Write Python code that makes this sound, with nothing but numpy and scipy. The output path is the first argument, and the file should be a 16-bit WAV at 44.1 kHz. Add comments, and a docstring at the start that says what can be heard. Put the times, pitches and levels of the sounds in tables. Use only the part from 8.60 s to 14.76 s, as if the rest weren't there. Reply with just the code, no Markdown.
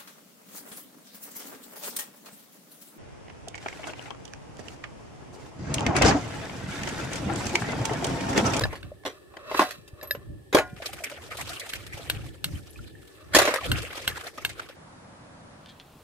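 """A heavy steel gear plate is shifted about in a metal basin of washing oil, outdoors, and wiped with a soaked rag.
It scrapes, knocks and chatters: clusters of tiny contacts and hard blows drive steel modes and the damped basin.
Liquid sloshes, trickles and bubbles: droplet impulses and rising sines, swelling band by band.
A hand-held phone adds sharp case clicks (short modes), low bumps and grip rumble over a quiet yard of soft noise."""
import sys
import numpy as np
from scipy import signal
from scipy.fft import rfft, irfft, next_fast_len
from scipy.io import wavfile
from scipy.ndimage import uniform_filter1d

SR = 44100
rng = np.random.default_rng(int(sys.argv[2]) if len(sys.argv) > 2 else 0)


def generate_wav(signal):
    """Clip the signal to [-1, 1] and save it as 16-bit WAV at the path in sys.argv[1]."""
    frames = np.transpose(np.atleast_2d(signal))
    scaled = np.clip(frames, -1, 1) * 32767
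    pcm = np.round(scaled).astype(np.int16)
    wavfile.write(sys.argv[1], SR, pcm)


N = 271656
TIME = np.arange(N) / SR
AGE = TIME[:SR // 2]  # time since a blow

# response of the liquid-damped basin: (frequency [Hz], level [dB])
BASIN_RESPONSE = [(47, -49), (80, -20), (163, -24.5), (289, -6.5), (588, 0), (839, -9.5), (917, -8),
                  (1340, -12), (1600, -8), (2430, -15), (3240, -15.5), (5640, -21.5), (6450, -23),
                  (12500, -27.5), (16000, -42)]
# heavy drops of the plate: (time [s], level [dB], treble [dB], ring [dB], pitch favoured by the struck spot [Hz],
# delay of the first bounce [s], boom relative to the drop [dB]); level and ring are shifted in the mix
PLATE_DROPS = [(.993, -17, -4.5, 6.5, 990, .014, -9), (1.9466, -12.5, -1.5, -4, 1240, .022, -2),
               (4.763, -13, 2.5, -2, 704, .032, -10)]


def undb(db):
    """Decibels to gain."""
    return 10 ** (np.asarray(db) / 20)


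def fade(t60):
    """Exponential decay after a blow, 60 dB in t60 seconds."""
    return np.exp(-np.log(1000) * AGE / max(t60, 1e-3))


def unit(x):
    """Scale to rms 1."""
    return x / np.sqrt(np.mean(x ** 2))


def crest(x, size=256):
    """Scale a stereo burst so that its loudest few milliseconds have rms 1."""
    power = uniform_filter1d(np.mean(x ** 2, axis=0), size)
    return x / np.sqrt(power.max())


def add(out, s, x):
    """Mix a sound in at a given time."""
    i = int(np.clip(s * SR, 0, N - 1))
    out[..., i:i + x.shape[-1]] += x[..., :N - i]


def low(x, hz, order=2):
    """Low-pass filter."""
    return signal.sosfilt(signal.butter(order, min(hz, SR / 2 - 1), fs=SR, output="sos"), x)


def brighten(x, db, hz):
    """Treble shelf."""
    bass = low(x, hz, order=1)
    return bass + undb(db) * (x - bass)


def colour(x, points):
    """Causal minimum-phase filter with the given (frequency [Hz], level [dB]) response."""
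    size = next_fast_len(x.shape[-1] // 2 + 2048) * 2
    hz, db = np.transpose(points)
    bins_hz = np.arange(size // 2 + 1) * SR / size
    gain = undb(np.interp(np.log(bins_hz + 1), np.log(hz), db))
    # fold the cepstrum forward in time so that nothing sounds early
    cepstrum = irfft(np.log(gain)) * (1 + np.sign(size // 2 - np.arange(size)))
    cepstrum[0] /= 2
    return irfft(rfft(x, size) * np.exp(rfft(cepstrum)))[..., :x.shape[-1]]


def spread(pair, hz):
    """Two unrelated signals to left and right: alike below hz, unrelated above."""
    side = signal.sosfilt(signal.butter(2, hz, "high", fs=SR, output="sos"), pair[1])
    return np.array([pair[0] + side, pair[0] - side])


def ticks(size, rate, scatter_db):
    """Randomly timed impulses, rate a second, of scattered strength."""
    chance, strength = rng.random(size), rng.standard_normal(size)
    sign = rng.choice([-1, 1], size)
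    return (chance < rate / SR) * sign * undb(scatter_db * np.clip(strength, -2, 2))


def grit(rate, scatter_db):
    """Two unrelated streams of tiny contacts."""
    return unit(np.array([ticks(N, rate, scatter_db), ticks(N, rate, scatter_db)]))


def wander(rate):
    """Random levels, rate a second, joined by straight lines."""
    return np.interp(TIME * rate, np.arange(len(AGE)), rng.standard_normal(len(AGE)))


def swell(s, hold, rise, t60):
    """Gain that swells by 60 dB to 1 at a given time, holds, and dies away."""
    before = np.maximum(s - TIME, 0) / max(rise, 1e-3)
    after = np.maximum(TIME - s - hold, 0) / max(t60, 1e-3)
    return np.exp(-np.log(1000) * np.minimum(before + after, 10))


def ring(modes, stretch, apart_hz):
    """Struck modes; the higher ones reach the two microphones further out of step."""
    out = 0
    for hz, db, t60 in modes:
        lag = np.array([[-1], [1]]) * min(hz / apart_hz, 1.8) / 2
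        wave = np.sin(2 * np.pi * (hz * AGE + rng.random()) + lag)
        out = out + undb(db) * fade(t60 * stretch) * wave
    return out


def scrape():
    """Stick-slip contacts come in uneven clusters and drive the basin and the plate's edge."""
    # resonances that the dragging edge brings out: (frequency [Hz], level [dB], t60 [s])
    edge_modes = [(593, -2.5, 0.037), (1106, 1, 0.014), (1410, 3, 0.0051), (1840, -21, 0.11),
                  (2640, -12, 0.032), (3950, -13, 0.027)]
    # drags of the plate: (time of the hardest push [s], level before a common cut [dB], treble [dB], build-up [s])
    drags = [(.01, -33, -12, 0.24), (0.259, -52, -2, .3), (.51, -45.5, 1, .1), (.8, -44.5, -24, 0.44),
             (0.901, -32.5, -17, 0.26), (0.984, -35, 15, 0.2), (1.445, -41, -16, 0.39),
             (1.63, -58, -12, 0.22), (1.79, -62.5, -15, 0.9), (4.62, -47.5, -26, 0.54),
             (4.771, -16, -1.5, 0.072), (4.88, -36, 4, 0.17)]
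    stop_s = .47  # t60 as the plate comes to rest
    slips = grit(5000, 3.5) * undb(1.8 * wander(130))
    edge = signal.fftconvolve(ring(edge_modes, 1, 1400), slips[:1])[:, :N]
    body = colour(spread(slips, 1100), BASIN_RESPONSE)
    # light contacts hardly move the low modes
    light_body = body - low(body, 500, order=1)
    rub = unit(light_body) + undb(2.0) * unit(edge)
    out = 0
    for s, db, treble_db, rise in drags:
        out = out + brighten(rub, treble_db, 2400) * undb(db - 5.5) * swell(s, 0, rise, stop_s)
    return out


def bubble(hz, t60, rise):
    """A decaying sine; a positive rise lifts its pitch, as when a bubble nears the surface."""
    t = AGE[:int(t60 * SR) + 2]
    wave = np.sin(2 * np.pi * hz * t * (1 + rise * t / t60 / 2))
    decay = np.exp(-np.log(1000) * t / t60)
    onset = 1 - np.exp(-t * hz)
    return wave * decay * onset


def froth(count, cycles):
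    """A crowd of small bubbles, damped by the oil, each at its own place in the basin."""
    out = np.zeros((2, N))
    for when, pitch, size, life, place in rng.random((count, 5)):
        hz = 430 * 19 ** pitch
        strength = np.sqrt(hz) / (size + .04) ** .4
        pop = bubble(hz, cycles * (.5 + life) / hz, .12) * strength
        s = when * N / SR
        add(out[0], s, pop)
        add(out[1], s + (place - .5) * 0.00064, pop)
    return out


def gurgle(x, depth_db, rate):
    """Pockets of air open and close, so each half octave swells on its own."""
    size = next_fast_len(N)
    spectrum = rfft(x, size)
    octave = np.log2(np.maximum(np.linspace(0, SR / 2, spectrum.shape[-1]), 250) / 250)
    out = 0
    for band in range(14):
        part = irfft(spectrum * np.maximum(1 - abs(2 * octave - band), 0), size)[:, :N]
        # the fine spray on top is steadier than the pockets below
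        depth = depth_db / (1 + (band / 10) ** 4)
        out = out + part * undb(depth * wander(rate))
    return out


def liquid():
    """Sloshing and splashes stir up clumps of bubbles and droplets, the spray apart from the body."""
    # tone of the liquid: (frequency [Hz], level [dB])
    liquid_tone = [(150, -43.5), (250, -4), (348, -4.5), (723, -4.5), (955, -9.5), (1240, -2.5),
                   (2360, -1.5), (6700, -12), (8260, -10), (14700, -18), (16000, -52)]
    # stirrings: (time [s], length [s], level before the lapping [dB], spray relative to the body [dB])
    stirs = [(0, 0.063, -45.5, -3), (2.06, 0.046, -65.5, 9.5), (2.239, 0.051, -42, 0.5),
             (2.437, 0.31, -44.5, -6.5), (2.737, 0.41, -45.5, 1.5), (3.21, 0.49, -67, 11),
             (3.352, 0.2, -44.5, -5.5), (3.9, .4, -63.5, 10.5), (4.47, 0.25, -68.5, 10),
             (4.797, 0.083, -28.5, -12), (5.045, 0.0097, -40, 2), (5.168, 0.12, -43, -6),
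             (5.375, 0.27, -42.5, -2.5), (5.825, 0.24, -47, -6)]
    # splashes and squeezes of the rag: (time [s], level before a common cut [dB], treble [dB])
    splashes = [(2.162, -31, -16), (2.2201, -18.5, -28), (2.2576, -27, 14.5), (2.33, -27.5, 8.5),
                (2.367, -51, 15), (2.437, -29.5, 18.5), (2.4962, -30, 2.5), (2.514, -25, -11),
                (2.7693, -32, 12), (2.809, -36, 19.5), (2.871, -26, -7), (2.891, -29, 8.5),
                (2.9314, -24, 1), (2.996, -33.5, 15.5), (3.09, -44.5, 23), (3.153, -36, 14),
                (3.2644, -43.5, 19.5), (4.473, -61.5, 24), (5.218, -34, 8.5), (5.608, -29, -5),
                (5.669, -32, 0), (5.775, -22, -9), (5.892, -26.5, 3), (5.994, -22.5, -24),
                (6.0874, -27.5, -4)]
    rise_s, settle_s, splash_t60_s = 0.22, 0.77, 0.052  # 60 dB up, 60 dB down
    froth_db, pocket_db = -7.5, 5.5  # bubbles against droplets; depth of the gurgling
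    lapping = undb(3.43 * wander(90) + 1.64 * wander(18))
    splash, spray = np.zeros((2, N))
    for s, length, db, spray_db in stirs:
        flow = undb(db) * swell(s, length, rise_s, settle_s) * lapping
        splash = splash + flow
        spray = spray + flow * undb(spray_db)
    for s, db, treble_db in splashes:
        burst = undb(db - 6) * fade(splash_t60_s) * (1 - fade(0.019))
        add(splash, s, burst)
        add(spray, s, burst * undb(treble_db))
    droplets = unit(spread(grit(6000, 3.5), 1500))
    bubbles = unit(froth(count=7500, cycles=21))
    wet = gurgle(droplets + undb(froth_db) * bubbles, depth_db=pocket_db, rate=45)
    wet = unit(colour(wet, liquid_tone))
    body = low(wet, 2970, order=1)
    return body * splash + (wet - body) * spray


def grip():
    """The hand rumbles on the phone as it holds on and shifts: low noise, swelling at each shift."""
    # tone of the rumble: (frequency [Hz], level [dB])
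    grip_tone = [(15, -46), (25, -37), (51, -5), (103, -1), (167, -11), (205, -15.5), (258, -18),
                 (329, -10.5), (450, -43.5), (580, -14.5), (990, -120)]
    # shifts of the grip: (time [s], length [s], level [dB])
    shifts = [(0.023, 0.024, -29), (0.238, .01, -43.5), (1.015, 0.0091, -67), (1.185, .01, -57),
              (1.586, .005, -49), (1.702, 0.0041, -35.5), (1.966, 0.024, -41), (2.126, 0.0042, -46),
              (2.343, .01, -47), (2.812, 0.082, -45.5), (3.146, 0.29, -49), (3.513, 0.17, -39),
              (3.864, 0.1, -35.5), (4.202, 0.011, -41), (4.748, 0.018, -40), (5.102, 0.021, -24),
              (5.493, 0.027, -45.5), (5.86, 0.037, -46)]
    rise_s, relax_s = 0.16, 0.37  # 60 dB up, 60 dB down
    hold_db, waver_db = -59, 4.5  # the hand that merely holds on
    rumble = colour(spread(rng.standard_normal((2, N)), 73), grip_tone)
    rumble = unit(low(rumble, 462, order=4))
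    effort = sum(undb(db) * swell(s, length, rise_s, relax_s) for s, length, db in shifts)
    return rumble * (effort + undb(hold_db + waver_db * wander(7.3)))


def yard():
    """Faint outdoor background: coloured noise that swells slowly."""
    # tone of the yard: (frequency [Hz], level [dB])
    yard_tone = [(15, -55), (25, -7), (120, -16.5), (229, -6.5), (373, 7.5), (641, -11.5), (796, -9.5),
                 (1520, -37), (1740, -1), (2000, -25), (3160, -19), (6920, -28.5), (8140, -20),
                 (12500, -28.5), (16000, -28)]
    level_db = -54.5 + wander(6.2)
    return unit(colour(spread(rng.standard_normal((2, N)), 280), yard_tone)) * undb(level_db)


def basin(t60):
    """Dense, quickly damped response of the filled basin."""
    return colour(spread(rng.standard_normal((2, len(AGE))) * fade(t60), 1300), BASIN_RESPONSE)


def blows():
    """Every blow of the plate: knocks, and drops with two quieter, duller bounces, the second sooner."""
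    # lighter knocks: (time [s], level [dB], treble [dB], chatter t60 [s], ring [dB],
    # pitch favoured by the struck spot [Hz]); level and ring are shifted in the mix
    light_knocks = [(.009, -28, -5.5, 0.079, -7.5, 540), (.053, -31, -19, .024, -1, 910),
                    (.128, -36, -17, 0.1, 2, 1230), (.154, -43, 1, 0.13, -17, 880),
                    (.436, -50, -8, 0.025, 5, 563), (.451, -34, -9, 0.15, 3, 910),
                    (.460, -29, -10, .14, -5, 900), (.738, -51, -21, 0.039, 9.5, 550),
                    (.768, -38.5, -24, 0.031, -2, 600), (.913, -33.5, -11, 0.11, 5.5, 795),
                    (.945, -26, -24, 0.11, 6, 2000), (1.089, -45, 8, 0.056, -13, 2500),
                    (1.108, -48, 19, 0.077, -15, 2500), (1.277, -58.5, 10.5, .07, -32, 2500),
                    (1.428, -42.5, 6.5, 0.093, 0.5, 900), (1.549, -34, -26, 0.063, -8, 1700),
                    (1.927, -27, -5, 0.15, -2, 1400), (4.735, -33.5, 11, .26, -14, 900),
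                    (4.748, -15, 5, 0.073, -4, 900), (4.786, -21.5, 12.5, 0.078, 6.5, 910),
                    (4.852, -23.5, 1, 0.12, -3, 600), (4.876, -20.5, -13, 0.094, 0, 1000),
                    (4.939, -30, 13.5, 0.052, -4, 600), (4.958, -26, 0.5, 0.093, -9, 900)]
    bounce_db, bounce_treble_db, bounce_ring_db = -7, -6.5, 1  # compared with the drop
    shrink = 0.68  # second flight compared with the first
    drop_chatter_s, bounce_chatter_s = .08, .11  # t60
    rows = list(light_knocks)
    for s, db, treble_db, ring_db, spot_hz, flight, _ in PLATE_DROPS:
        rows.append((s, db, treble_db, drop_chatter_s, ring_db, spot_hz))
        for after in (flight, flight * (1 + shrink)):
            rows.append((s + after, db + bounce_db, treble_db + bounce_treble_db,
                         bounce_chatter_s, ring_db + bounce_ring_db, spot_hz))
    return rows


def knocks():
    """Each blow is one hard contact and a dying chatter; the steel rings on, coloured by where it was struck."""
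    # ringing of the steel before spot and freedom act: (frequency [Hz], level [dB], t60 [s])
    steel_modes = [(576, -9, 0.45), (630, 13.5, 0.095), (732, 0, 0.265), (788, 0.5, 0.16), (882, 6, 0.11),
                   (1037, -17, 0.056), (1043.5, 6.5, 0.17), (1114, 4, 0.12), (1436, 0, 0.21),
                   (1410, -12, 0.13), (1624, -6, 0.27), (1820, -5.5, 0.2), (2020, -14, 0.34),
                   (1980, -4, 0.25), (2380, -26, 1), (2720, -3, 0.057), (2980, -12, 0.29), (3850, 5.5, 0.1)]
    # how freely the plate rings, held or half sunk: (time [s], length of the ring [factor])
    freedom = [(1.1, 0.8), (1.9, 1.24), (2.1, 2.06), (4.7, 0.55)]
    out = np.zeros((2, N))
    for s, db, treble_db, t60, ring_db, spot_hz in blows():
        contact = ticks(len(AGE), 3500, 4.75) * fade(t60)
        contact[0] += 4.5  # the hard first contact
        thud = signal.fftconvolve(basin(0.014), contact[None])[:, :len(AGE)] * (1 - fade(0.0086))
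        # the rim of the basin shivers on as a dense, faint tail
        thud = crest(thud) + undb(-25.0) * crest(low(basin(0.25), 2500))
        modes = [(hz, mode_db - 7 * abs(np.log2(hz / spot_hz)), life) for hz, mode_db, life in steel_modes]
        # the holes in the plate split each mode into a beating pair
        modes += [(hz * 1.017, mode_db - 4, life * .7) for hz, mode_db, life in modes]
        steel = ring(modes, np.interp(s, *np.transpose(freedom)), 2600)
        blow = thud + undb(ring_db - 15.0) * steel
        add(out, s, undb(db + 3.0) * brighten(blow, treble_db, 3000))
    return out


def crack():
    """Brief noise of a hard contact, with a faint tail from the ground."""
    noise = spread(rng.standard_normal((2, len(AGE))), 1200)
    return low(noise * (fade(0.014) + undb(-11.5) * fade(0.14)), 7000, order=1)


def clinks():
    """Light touches of steel: a short bright ring and a thin ping that outlasts it."""
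    # touches of steel on steel: (time [s], level before a common lift [dB], ping relative to the touch [dB])
    touches = [(0.037, -21.5, -40), (1.412, -43, -20), (1.43, -53, 15), (1.474, -58, 20), (1.509, -21, -5)]
    # their modes, shortened a little below: (frequency [Hz], level [dB], t60 [s])
    touch_modes = [(584, -9.5, 0.043), (1730, 1, 0.064), (1940, -2.5, 0.018), (2650, -10, 0.045),
                   (3830, -1, 0.034), (4180, -6, 0.03), (4940, -10, 0.067), (5260, -12, 0.037)]
    ping_hz, ping_t60_s = 12270, 0.1  # the highest mode
    out = np.zeros((2, N))
    for s, db, ping_db in touches:
        touch = ring(touch_modes, 0.84, 1800) + undb(-12) * crack()
        touch = crest(touch * (1 - fade(0.0036)))
        ping = undb(ping_db) * ring([(ping_hz, 0, ping_t60_s)], 1, ping_hz)
        add(out, s, undb(db + 2.0) * (touch + ping))
    return out


def bumps():
    """Soft bumps of the hand on the phone: short low sines of steady pitch."""
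    # bumps: (time [s], level before a common lift [dB], pitch [Hz])
    hand_bumps = [(0.089, -13.5, 76), (1.184, -35, 170), (1.332, -21.5, 85), (1.574, -30.5, 129),
                  (1.704, -32.5, 138), (2.128, -25.5, 176), (3.342, -18.5, 89), (3.566, -14.5, 111),
                  (3.936, -16, 95), (5.104, -11, 85), (5.12, -19.5, 200)]
    out = np.zeros((2, N))
    for s, db, hz in hand_bumps:
        bump = undb(db + 6.5) * bubble(hz, 0.028, 0)
        # the flex of the case reaches one microphone slightly later
        add(out[0], s, bump)
        add(out[1], s + 0.00045, bump)
    return out


def case_clicks():
    """The phone case snaps under the fingers: short modes with a tiny rattle and a crack."""
    # clicks: (time [s], level [dB], treble [dB], length of the ring [factor])
    clicks = [(.229, -39, -40, 1.4), (3.135, -26, -5, 1.1), (3.4987, -17, -3.5, 1.03),
              (3.8426, -19.5, 3.5, 0.92), (5.1162, -17, -8.5, 1.5), (5.477, -15.5, -4.5, 1.14),
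              (5.849, -17, -5, 1.33)]
    # modes of the case before each press varies them: (frequency [Hz], level [dB], t60 [s])
    case_modes = [(1018, -28.5, 0.036), (1575, 3, 0.0088), (2180, -10.5, 0.023), (2714, 1, 0.011),
                  (2824, -6, 0.017), (3240, 1, 0.012), (3790, 4, 0.0081), (4345, -8, 0.021),
                  (6570, -34, 0.01), (8170, -5.5, 0.015), (9120, -12.5, 0.016), (11770, -14, 0.039),
                  (13060, -7.5, 0.03)]
    out = np.zeros((2, N))
    for s, db, treble_db, stretch in clicks:
        # each press loads the case a little differently
        modes = [(hz * (1 + .025 * rng.standard_normal()), mode_db, t60) for hz, mode_db, t60 in case_modes]
        snap = ring(modes, stretch, 1700) * (1 - fade(0.01))
        chatter = ticks(len(AGE), 3000, 2.4)[None] * fade(0.082)
        rattle = signal.fftconvolve(snap, chatter)[:, :len(AGE)]
        click = crest(snap) + undb(-13.5) * crest(rattle) + undb(-7.0) * crest(crack())
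        add(out, s, undb(db) * crest(brighten(click, treble_db, 2300)))
    return out


def large_bubbles():
    """Large bubbles and drops stand out alone, each a short sine of rising pitch."""
    # bubbles and drops: (time [s], level [dB], starting pitch [Hz])
    lone_bubbles = [(.317, -27, 570), (2.201, -28.5, 637), (2.292, -32, 753), (2.404, -31, 660),
                    (2.421, -30, 613), (2.440, -23.5, 2300), (2.522, -28, 580), (2.543, -38, 516),
                    (2.69, -35, 590), (2.787, -32.5, 687), (3.957, -40.5, 3040), (4.106, -42.5, 11000),
                    (4.159, -40, 2450), (4.19, -38.5, 1360), (4.352, -43, 1760), (4.985, -23, 1200),
                    (5.013, -28, 1060), (5.518, -31, 1690), (5.781, -27, 1190)]
    out = np.zeros((2, N))
    for s, db, hz in lone_bubbles:
        add(out, s, undb(db) * bubble(hz, t60=0.043, rise=0.2))
    return out


def booms():
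    """The weight of a drop makes the floor of the basin boom briefly."""
    # low modes of the basin floor, woken only by heavy drops: (frequency [Hz], level [dB], t60 [s], cut by 1 %)
    floor_modes = [(285, -6, 0.23), (310, 1.5, 0.09), (388, 3.5, 0.15), (414.5, -3.5, 0.17),
                   (628.5, 5, 0.16)]
    out = np.zeros((2, N))
    for s, db, *_, boom_db in PLATE_DROPS:
        boom = crest(ring(floor_modes, 0.99, 380) * (1 - fade(0.0049)))
        add(out, s, undb(db + boom_db) * boom)
    return out


def scene():
    """Steel, basin, liquid, the hand on the phone and the yard."""
    plate = scrape() + knocks() + clinks() + booms()
    oil = liquid() + large_bubbles()
    hand = grip() + bumps() + case_clicks()
    return plate + oil + hand + yard()


def record(dry):
    """The phone rounds the loudest peaks and cuts the top."""
    top_hz = 15450
    return signal.sosfilt(signal.ellip(8, .2, 70, top_hz, fs=SR, output="sos"), np.tanh(dry))


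dry = scene()
out = record(dry)
generate_wav(out)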